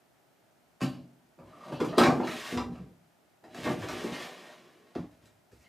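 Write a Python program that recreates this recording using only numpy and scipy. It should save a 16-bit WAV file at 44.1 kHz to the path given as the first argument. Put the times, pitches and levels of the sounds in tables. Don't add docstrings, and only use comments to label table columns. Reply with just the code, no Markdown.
import sys
import numpy as np
from scipy import signal
from scipy.fft import rfft, irfft
from scipy.io import wavfile

SR = 44100
rng = np.random.default_rng(int(sys.argv[2]) if len(sys.argv) > 2 else 0)


def inscribe(sig):
    pcm = np.round(np.clip(np.atleast_2d(sig).T, -1, 1) * 32767)
    wavfile.write(sys.argv[1], SR, pcm.astype(np.int16))


def gain_from_decibels(decibels):
    exponent = np.asarray(decibels, float) / 20
    return 10 ** exponent


N = 250488

# pitch_hz, level_db, t60_s (time to fade by 60 dB)
BODY_NOTES = [(135, -4, 0.37), (146, -14, 0.25), (171.7, -0.5, 0.13), (188, -13.5, 0.26), (242, -1, 0.18),
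              (291.9, -7, 0.2), (321.6, -15.5, 0.14), (354.7, -0.5, 0.091), (420, -4, 0.12),
              (483, -0.5, 0.079)]
# pitch_hz, level_db, t60_s
PANEL_NOTES = [(581, 4, 0.02), (618.2, 0, 0.14), (691, -6, 0.1), (771, -1, 0.033), (834, -5.5, 0.032),
               (923, -7, 0.027), (979, -4, 0.044), (1098, 2.5, 0.018), (1192, -4.5, .07),
               (1260, -13, 0.025), (1492, -24, 0.061)]


def rms_one(x):
    return x / np.sqrt(np.mean(x ** 2) + 1e-30)


def at_hz(points, hz):
    table_hz, values = np.array(points)[:, 0], np.array(points)[:, 1]
    return np.interp(np.log(hz), np.log(table_hz), values)


def dull(x, hz):
    return signal.sosfilt(signal.butter(2, hz, fs=SR, output="sos"), x)


def crisp(x, low_hz, top_hz):
    r = np.exp(-2 * np.pi * top_hz / SR)
    high = signal.sosfilt(signal.butter(2, low_hz, "high", fs=SR, output="sos"), x)
    return gain_from_decibels(12.0) * signal.lfilter([(1 - r) ** 2], [1, -2 * r, r * r], high)


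def resonate(x, peaks):
    click = np.eye(1, 4096)[0]
    out, answer = 0, 0
    for k, (hz, width_hz, level_db) in enumerate(peaks):
        r = np.exp(-np.pi * width_hz / SR)
        gain = (-1) ** k * gain_from_decibels(level_db) * (1 - r * r) / 2
        b = gain * np.array([1, 0, -1])
        a = [1, -2 * r * np.cos(2 * np.pi * hz / SR), r * r]
        out = out + signal.lfilter(b, a, x + 1e-18)
        answer = answer + signal.lfilter(b, a, click)
    return out / np.sqrt(np.sum(answer ** 2))


def ring(x, hz, t60):
    r = gain_from_decibels(-60 / (t60 * SR))
    b = np.sqrt((1 - r * r) / 2) * np.array([1, 0, -1])
    a = [1, -2 * r * np.cos(2 * np.pi * hz / SR), r * r]
    return signal.lfilter(b, a, x + 1e-18)


def struck(notes_of_wood, force, grain, push):
    out = 0
    for k, (hz, db, t60) in enumerate(notes_of_wood):
        shaking = np.roll(grain, 977 * k) * force[k] + push[k]
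        out = out + gain_from_decibels(db) * ring(shaking, hz, t60)
    return out


def nearness(notes_of_wood, centre_hz, octaves):
    ratio = np.divide.outer(np.array(notes_of_wood)[:, 0], centre_hz)
    return -6 * (np.log2(ratio) / octaves) ** 2


def grains(per_s, spread_db):
    sizes = gain_from_decibels(spread_db * np.minimum(rng.exponential(1, N), 4))
    signs = rng.choice([-1, 1], N)
    return rms_one(sizes * signs * (rng.random(N) < per_s / SR))


def judder(rate_hz, depth_db):
    r = np.exp(-2 * np.pi * rate_hz / SR)
    wobble = signal.lfilter([1], [1, -2 * r, r * r], rng.standard_normal(N))
    return gain_from_decibels(depth_db * rms_one(wobble))


def add(force, s, levels_db, length, rise_s, ring_s=0.076):
    length, i = np.clip(length, .002, .06), round(s * SR)
    t = np.arange(min(6000, N - i)) / SR
    strength = np.sqrt(1 + ring_s / length)
    shape = (1 - np.exp(-t / rise_s)) * np.exp(-t / length) * strength
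    force[:, i:i + len(t)] += np.outer(gain_from_decibels(levels_db), shape)


def hush():
    # pitch_hz, level_db (per Hz)
    colour = [(18, -76), (30, -22.5), (75, -23.5), (124, -4), (355, -5), (512, -9), (632, -2.5), (913, -9),
              (1070, -14), (1320, -11.5), (1720, -14.5), (2480, -17.5), (2680, -18.5), (3770, -21.5),
              (16000, -27)]
    hz = np.maximum(np.fft.rfftfreq(N, 1 / SR), 10)
    mid, side = rfft(rng.standard_normal((2, N))) * gain_from_decibels(at_hz(colour, hz))
    side = side * gain_from_decibels(-3) / (1 + (hz / 8000) ** 4)
    mid, side = irfft([mid, side], N)
    return gain_from_decibels(-66.5) * rms_one(mid + side * [[1], [-1]])


def workshop(x, direct_db, count=3):
    # pitch_hz, t60_s
    room_t60 = [(100, 0.6), (400, 0.59), (1200, 0.29), (3000, 0.26), (8000, 0.27), (15000, 0.35)]
    # pitch_hz, side_minus_mid_db
    side_level = [(60, -19), (110, -25), (200, -19), (380, -12), (700, -16.5), (1290, -22), (2380, -19.5),
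                  (4400, -20), (8120, -26.5), (15000, -10.5)]
    turn_s, build_up_s = .2, 0.0015
    t, tails = np.arange(SR // 2) / SR, 0
    band_edges = 40 * 2 ** np.arange(0, 9.1, .5)
    white = rng.standard_normal((count + 1, len(t)))
    for k, (low, high) in enumerate(zip(band_edges, band_edges[1:])):
        band = signal.sosfilt(signal.butter(2, [low, high], "band", fs=SR, output="sos"), white)
        hz = np.sqrt(low * high)
        t60 = at_hz(room_t60, hz)
        band[-1] *= gain_from_decibels(at_hz(side_level, hz))
        tails = tails + (-1) ** k * band * gain_from_decibels(-60 * t / t60) / np.sqrt(t60)
    tails = tails * (1 - np.exp(-t / build_up_s))
    tails = tails / np.sqrt(np.sum(tails[0] ** 2))
    turn = np.pi * (np.arange(N) / SR / turn_s + np.arange(count)[:, None] / count)
    shares = np.vstack([np.sqrt(2 / count) * np.sin(turn), np.ones(N)])
    wet = signal.fftconvolve(x * shares, tails, axes=1)[:, :N]
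    side = dull(wet[-1], hz=10480) * [[1], [-1]]
    return gain_from_decibels(direct_db) * x + wet[:-1].sum(axis=0) + side


def boom():
    # start_s, level_db
    shudders = [(.87, -55), (1.4, -58), (1.71, -47), (1.86, -50), (1.98, -56), (2.25, -47.5), (2.54, -37.5),
                (2.69, -49), (2.8, -60.5), (3.47, -68), (3.58, -49), (3.68, -57), (3.8, -39), (3.999, -74),
                (4.94, -46.5), (5.18, -59.5), (5.51, -53.5)]
    # pitch_hz, width_hz, level_db
    boards = [(52.3, 8.7, -10.5), (65.7, 4.9, 0.5), (105.4, 6.7, 4.5)]
    rise_s, t60_s, rest_db = 0.019, 0.49, -85
    t, level = np.arange(N) / SR, gain_from_decibels(rest_db)
    for s, db in shudders:
        since = np.maximum(t - s, 0)
        level = level + gain_from_decibels(db + 1.5 - 60 * since / t60_s) * (1 - np.exp(-since / rise_s))
    shaken = rms_one(resonate(rng.standard_normal(N), boards)) * level
    return signal.sosfilt(signal.butter(2, [48, 120], "band", fs=SR, output="sos"), shaken)


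def squeak():
    # start_s, length_s, pitch_hz, level_db
    squeaks = [
        (1.5, .1, 1165, -59),
        (1.593, 0.085, 1190, -50),
        (2.572, 0.028, 1044, -34),
        (5.606, .12, 1985, -68.5),
    ]
    t, out = np.arange(N) / SR, 0
    wavered = np.cumsum(judder(rate_hz=150, depth_db=.45)) / SR
    for s, length, hz, db in squeaks:
        phase = 2 * np.pi * hz * wavered
        swell = np.sin(np.pi * np.clip((t - s) / length, 0, 1)) ** 2
        out = out + gain_from_decibels(db) * swell * (np.sin(phase) + 0.099 * np.sin(0.87 * phase))
    return out * judder(rate_hz=70, depth_db=4.5)


def buzz(grain):
    # start_s, level_db, length_s
    buzzes = [(0.813, -41.5, 0.027), (0.917, -56.5, 0.053), (1.7176, -51, 0.028), (1.752, -52, 0.02),
              (1.883, -46.5, 0.013), (1.957, -46, 0.041), (2.231, -39, 0.0053), (2.285, -43.5, 0.012),
              (2.568, -65, 0.0083), (5.64, -65.5, 0.025)]
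    # pitch_hz, width_hz, level_db
    groove = [(2890, 320, 1), (3980, 200, -2.5), (4540, 330, -0.5), (5790, 240, -13)]
    force = np.zeros((1, N))
    for s, db, length in buzzes:
        add(force, s, [db - 7], length, rise_s=0.00074)
    return resonate(grain * force[0], groove)


def catches():
    # start_s, level_db, length_s
    rough_spots = [(0.798, -52, 0.047), (1.721, -53, 0.016), (1.845, -56, 0.017), (1.97, -33, 0.03),
                   (2.246, -67.5, 0.013), (3.628, -43, 0.013), (3.82, -64, 0.011), (3.896, -44, 0.027),
                   (4.046, -60, 0.02), (4.12, -46, 0.0073), (4.205, -63, 0.015), (4.932, -61, 0.063)]
    hiss_db, panel_db = -8.5, -15
    force = np.zeros((3, N))
    for s, db, length in rough_spots:
        add(force, s, [db, db + hiss_db, db + panel_db], length, rise_s=0.01)
    return force


def sliding():
    # start_s, scrape_db (sliding speed), rumble_db (weight on the wood)
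    feeling_in = [(1.4, -83, -48), (1.474, -73, -58), (1.62, -63, -53), (1.706, -57, -47.5),
                  (1.754, -71.5, -28), (1.79, -73.5, -86), (1.822, -51.5, -24), (1.894, -65, -49),
                  (1.97, -56.5, -46.5)]
    # start_s, scrape_db, rumble_db
    first_push = [(2.142, -51, -28.5), (2.2, -57, -27), (2.302, -44.5, -38.5), (2.48, -42.5, -60.5),
                  (2.548, -43.5, -31.5), (2.589, -53, -30.5), (2.672, -84, -52), (2.75, -64.5, -46.5),
                  (2.949, -86.5, -62)]
    # start_s, scrape_db, rumble_db
    second_push = [(3.45, -78, -49.5), (3.516, -68.5, -56.5), (3.598, -48, -46), (3.645, -48.5, -42),
                   (3.681, -44.5, -28), (3.74, -45.5, -26.5), (3.78, -61.5, -48), (3.81, -45, -51),
                   (3.906, -50, -43)]
    # start_s, scrape_db, rumble_db
    gliding_home = [(3.904, -58, -38), (4.018, -44, -43), (4.06, -50.5, -36.5), (4.168, -45.5, -40.5),
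                    (4.235, -43.5, -44), (4.316, -53.5, -50.5), (4.544, -57.5, -54.5), (4.64, -66, -57.5),
                    (4.942, -70.5, -60.5)]
    # start_s, scrape_db, rumble_db
    fingers_leave = [(5.13, -66.5, -75), (5.2, -90, -79), (5.255, -67.5, -54.5), (5.334, -84, -67),
                     (5.4, -84.5, -79)]
    # start_s, scrape_db, rumble_db
    next_drawer = [(5.532, -69.5, -64), (5.61, -73.5, -65), (5.642, -67, -72), (5.68, -90, -83)]
    strokes = [feeling_in, first_push, second_push, gliding_home, fingers_leave, next_drawer]
    # panel_db and hiss_db (over scrape), rumble_centre_hz, panel_centre_hz
    contacts = [(12, -6.5, 232, 820), (-3.5, -7, 277, 880), (5.5, -7.5, 260, 375), (0.5, -8.5, 303, 840),
                (-3.5, -2, 210, 510), (-18, 2.5, 250, 580)]
    weight_in_panels_db, room_lag_s = -20.5, .02
    t = np.arange(N) / SR + room_lag_s
    wobble = judder(rate_hz=8.3, depth_db=0.5)
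    rumble, rub = np.zeros((len(BODY_NOTES), N)), np.zeros((len(PANEL_NOTES), N))
    scrape, hiss = np.zeros(N), np.zeros(N)
    for rows, (panel_db, hiss_db, low_hz, mid_hz) in zip(strokes, contacts):
        s, speed_db, weight_db = np.transpose(rows)
        on = (t >= s[0]) & (t < s[-1])
        speed = gain_from_decibels(np.interp(t[on], s, speed_db)) * wobble[on]
        weight = gain_from_decibels(np.interp(t[on], s, weight_db)) * wobble[on]
        panel_force = gain_from_decibels(panel_db) * speed + gain_from_decibels(weight_in_panels_db) * weight
        rumble[:, on] = np.outer(gain_from_decibels(-6.0 + nearness(BODY_NOTES, low_hz, 0.78)), weight)
        rub[:, on] = np.outer(gain_from_decibels(-12.0 + nearness(PANEL_NOTES, mid_hz, 0.93)), panel_force)
        scrape[on], hiss[on] = speed, gain_from_decibels(hiss_db) * speed
    return rumble, rub, scrape, hiss


def knocks():
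    # start_s, level_db, centre_hz
    thuds = [(0.815, -21.5, 180), (0.831, -20.5, 196), (1.385, -50, 135), (1.717, -28.5, 247),
             (1.806, -18, 316), (1.87, -28, 150), (1.933, -36, 320), (1.975, -13.5, 334),
             (2.007, -16.5, 279.6), (2.034, -18.5, 268), (2.061, -20, 260), (2.078, -14, 250),
             (2.197, -28.5, 250), (2.525, -26.5, 255), (2.572, -39, 228), (2.653, -44, 360),
             (2.692, -29, 151), (2.797, -35.5, 146), (3.537, -47, 293), (3.579, -36, 193),
             (3.662, -22.5, 280), (3.689, -29.5, 242), (3.782, -33, 250), (3.831, -32.5, 510),
             (4.04, -28, 317), (4.117, -29, 257), (4.954, -24.5, 303), (4.981, -25.5, 205),
             (5.03, -35, 262), (5.522, -51.5, 330)]
    # start_s, edge_db, panel_db (over edge), crack_db (over edge)
    taps = [(0.8066, -39.5, 6, -6), (0.814, -31.5, -5.5, -6), (0.827, -45, 3, 7), (0.9333, -52.5, -5, -6),
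            (1.3883, -62, 12.5, -5), (1.7224, -40.5, 0, 0), (1.76, -64, -12, -19), (1.8021, -31, 2, -6),
            (1.847, -49.5, -15, 5.5), (1.928, -47.5, 10.5, -20), (1.9815, -17.5, 4.5, -2),
            (2.0143, -27, 0, -20), (2.0349, -22.5, 0, -20), (2.0604, -23, 4.5, -17), (2.0814, -38, 14, -16),
            (2.201, -45, 15, -33), (2.2722, -34, -5, -6), (2.5733, -29, -1.5, -17), (2.7537, -56, 5.5, -15),
            (3.4389, -49.5, 0, -7), (3.545, -42.5, 2, -2.5), (3.655, -37.5, 1, -24), (3.66, -33.5, 6, -29),
            (3.6765, -39.5, 7.5, -22), (3.8248, -38, 1.5, -23), (3.8861, -30.5, -3, -1),
            (4.038, -48.5, -11, 12.5), (4.9517, -43, 2.5, -11), (5.2547, -65, -22, 10),
            (5.512, -73, -10, -12)]
    thud_octaves, thud_rattle_s = 0.59, .011
    tap_centre_hz, tap_octaves, tap_rattle_s = 840, 0.54, 0.0021
    soft = np.zeros((len(BODY_NOTES), N))
    push = np.zeros_like(soft)
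    hard = np.zeros((len(PANEL_NOTES) + 2, N))
    late = rng.random((len(thuds), len(BODY_NOTES)))
    for (s, db, centre_hz), lag in zip(thuds, late):
        levels_db = db - 6.5 + nearness(BODY_NOTES, centre_hz, thud_octaves)
        add(soft, s, levels_db - 8.0, thud_rattle_s, rise_s=0.0036)
        moments = ((s + 1.1 * lag * thud_rattle_s) * SR).astype(int)
        push[np.arange(len(lag)), moments] += 34.1 * gain_from_decibels(levels_db)
    panel_nearness = nearness(PANEL_NOTES, tap_centre_hz, tap_octaves)
    for s, db, panel_db, crack_db in taps:
        levels_db = db - 6 + np.r_[panel_db - 4 + panel_nearness, 0, crack_db]
        add(hard, s, levels_db, tap_rattle_s, rise_s=0.00082)
    return soft, dull(push, hz=435), hard


def scene():
    # pitch_hz, width_hz, level_db
    edge_colour = [(1494, 520, 6), (2126, 206, 7), (2360, 325, 5.5), (2930, 370, -1.5), (3480, 1680, -5.5)]
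    # pitch_hz, width_hz, level_db
    runner_colour = [(1640, 506, 4.5), (2410, 208, 4.5), (2693, 370, 4), (3600, 2440, -1)]
    held_from_s, held_t60_s, held_room_db = 4.1, .2, -22
    rumble, rub, scrape, hiss = sliding()
    soft, push, hard = knocks()
    coarse, fine = grains(per_s=1500, spread_db=3.5), grains(per_s=4000, spread_db=5.5)
    rough, rough_hiss, rough_rub = catches()

    held = np.arange(N) / SR > held_from_s
    damped = [(hz, db, min(t60, held_t60_s)) for hz, db, t60 in BODY_NOTES]
    body_force = soft + rumble
    free = dull(struck(BODY_NOTES, body_force * ~held, coarse, push * ~held), hz=1230)
    shut = dull(struck(damped, body_force * held, coarse, push * held), hz=1200)

    no_push = np.zeros((len(PANEL_NOTES), 1))
    panels = dull(struck(PANEL_NOTES, hard[:-2] + rub + rough_rub, coarse, no_push), hz=3040)
    tapped = resonate(fine * hard[-2], edge_colour)
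    scraped = resonate(fine * (scrape + rough), runner_colour)
    edges = dull(tapped + scraped + buzz(fine), hz=7400)
    cracks = dull(crisp(fine * hard[-1], low_hz=3430, top_hz=3760), hz=13500)
    highs = cracks + crisp(fine * (hiss + rough_hiss), low_hz=3920, top_hz=3726)

    near = gain_from_decibels(-5.5) * free + squeak()
    into_room = gain_from_decibels(-1.5) * near + gain_from_decibels(held_room_db) * shut + panels + edges + highs
    room = workshop(into_room, direct_db=-6.0)
    return near + gain_from_decibels(-4) * shut + room + boom() + hush()


def band_limit(x):
    return signal.sosfilt(signal.butter(12, 16640, fs=SR, output="sos"), x)


def record(dry):
    headroom = .45
    x = headroom * np.tanh(dry / headroom)
    x = signal.sosfilt(signal.butter(4, 48, "high", fs=SR, output="sos"), x)
    x = signal.sosfilt(signal.cheby2(12, 60, 16050, fs=SR, output="sos"), x)
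    return band_limit(x)


dry = scene()
out = record(dry)
inscribe(out)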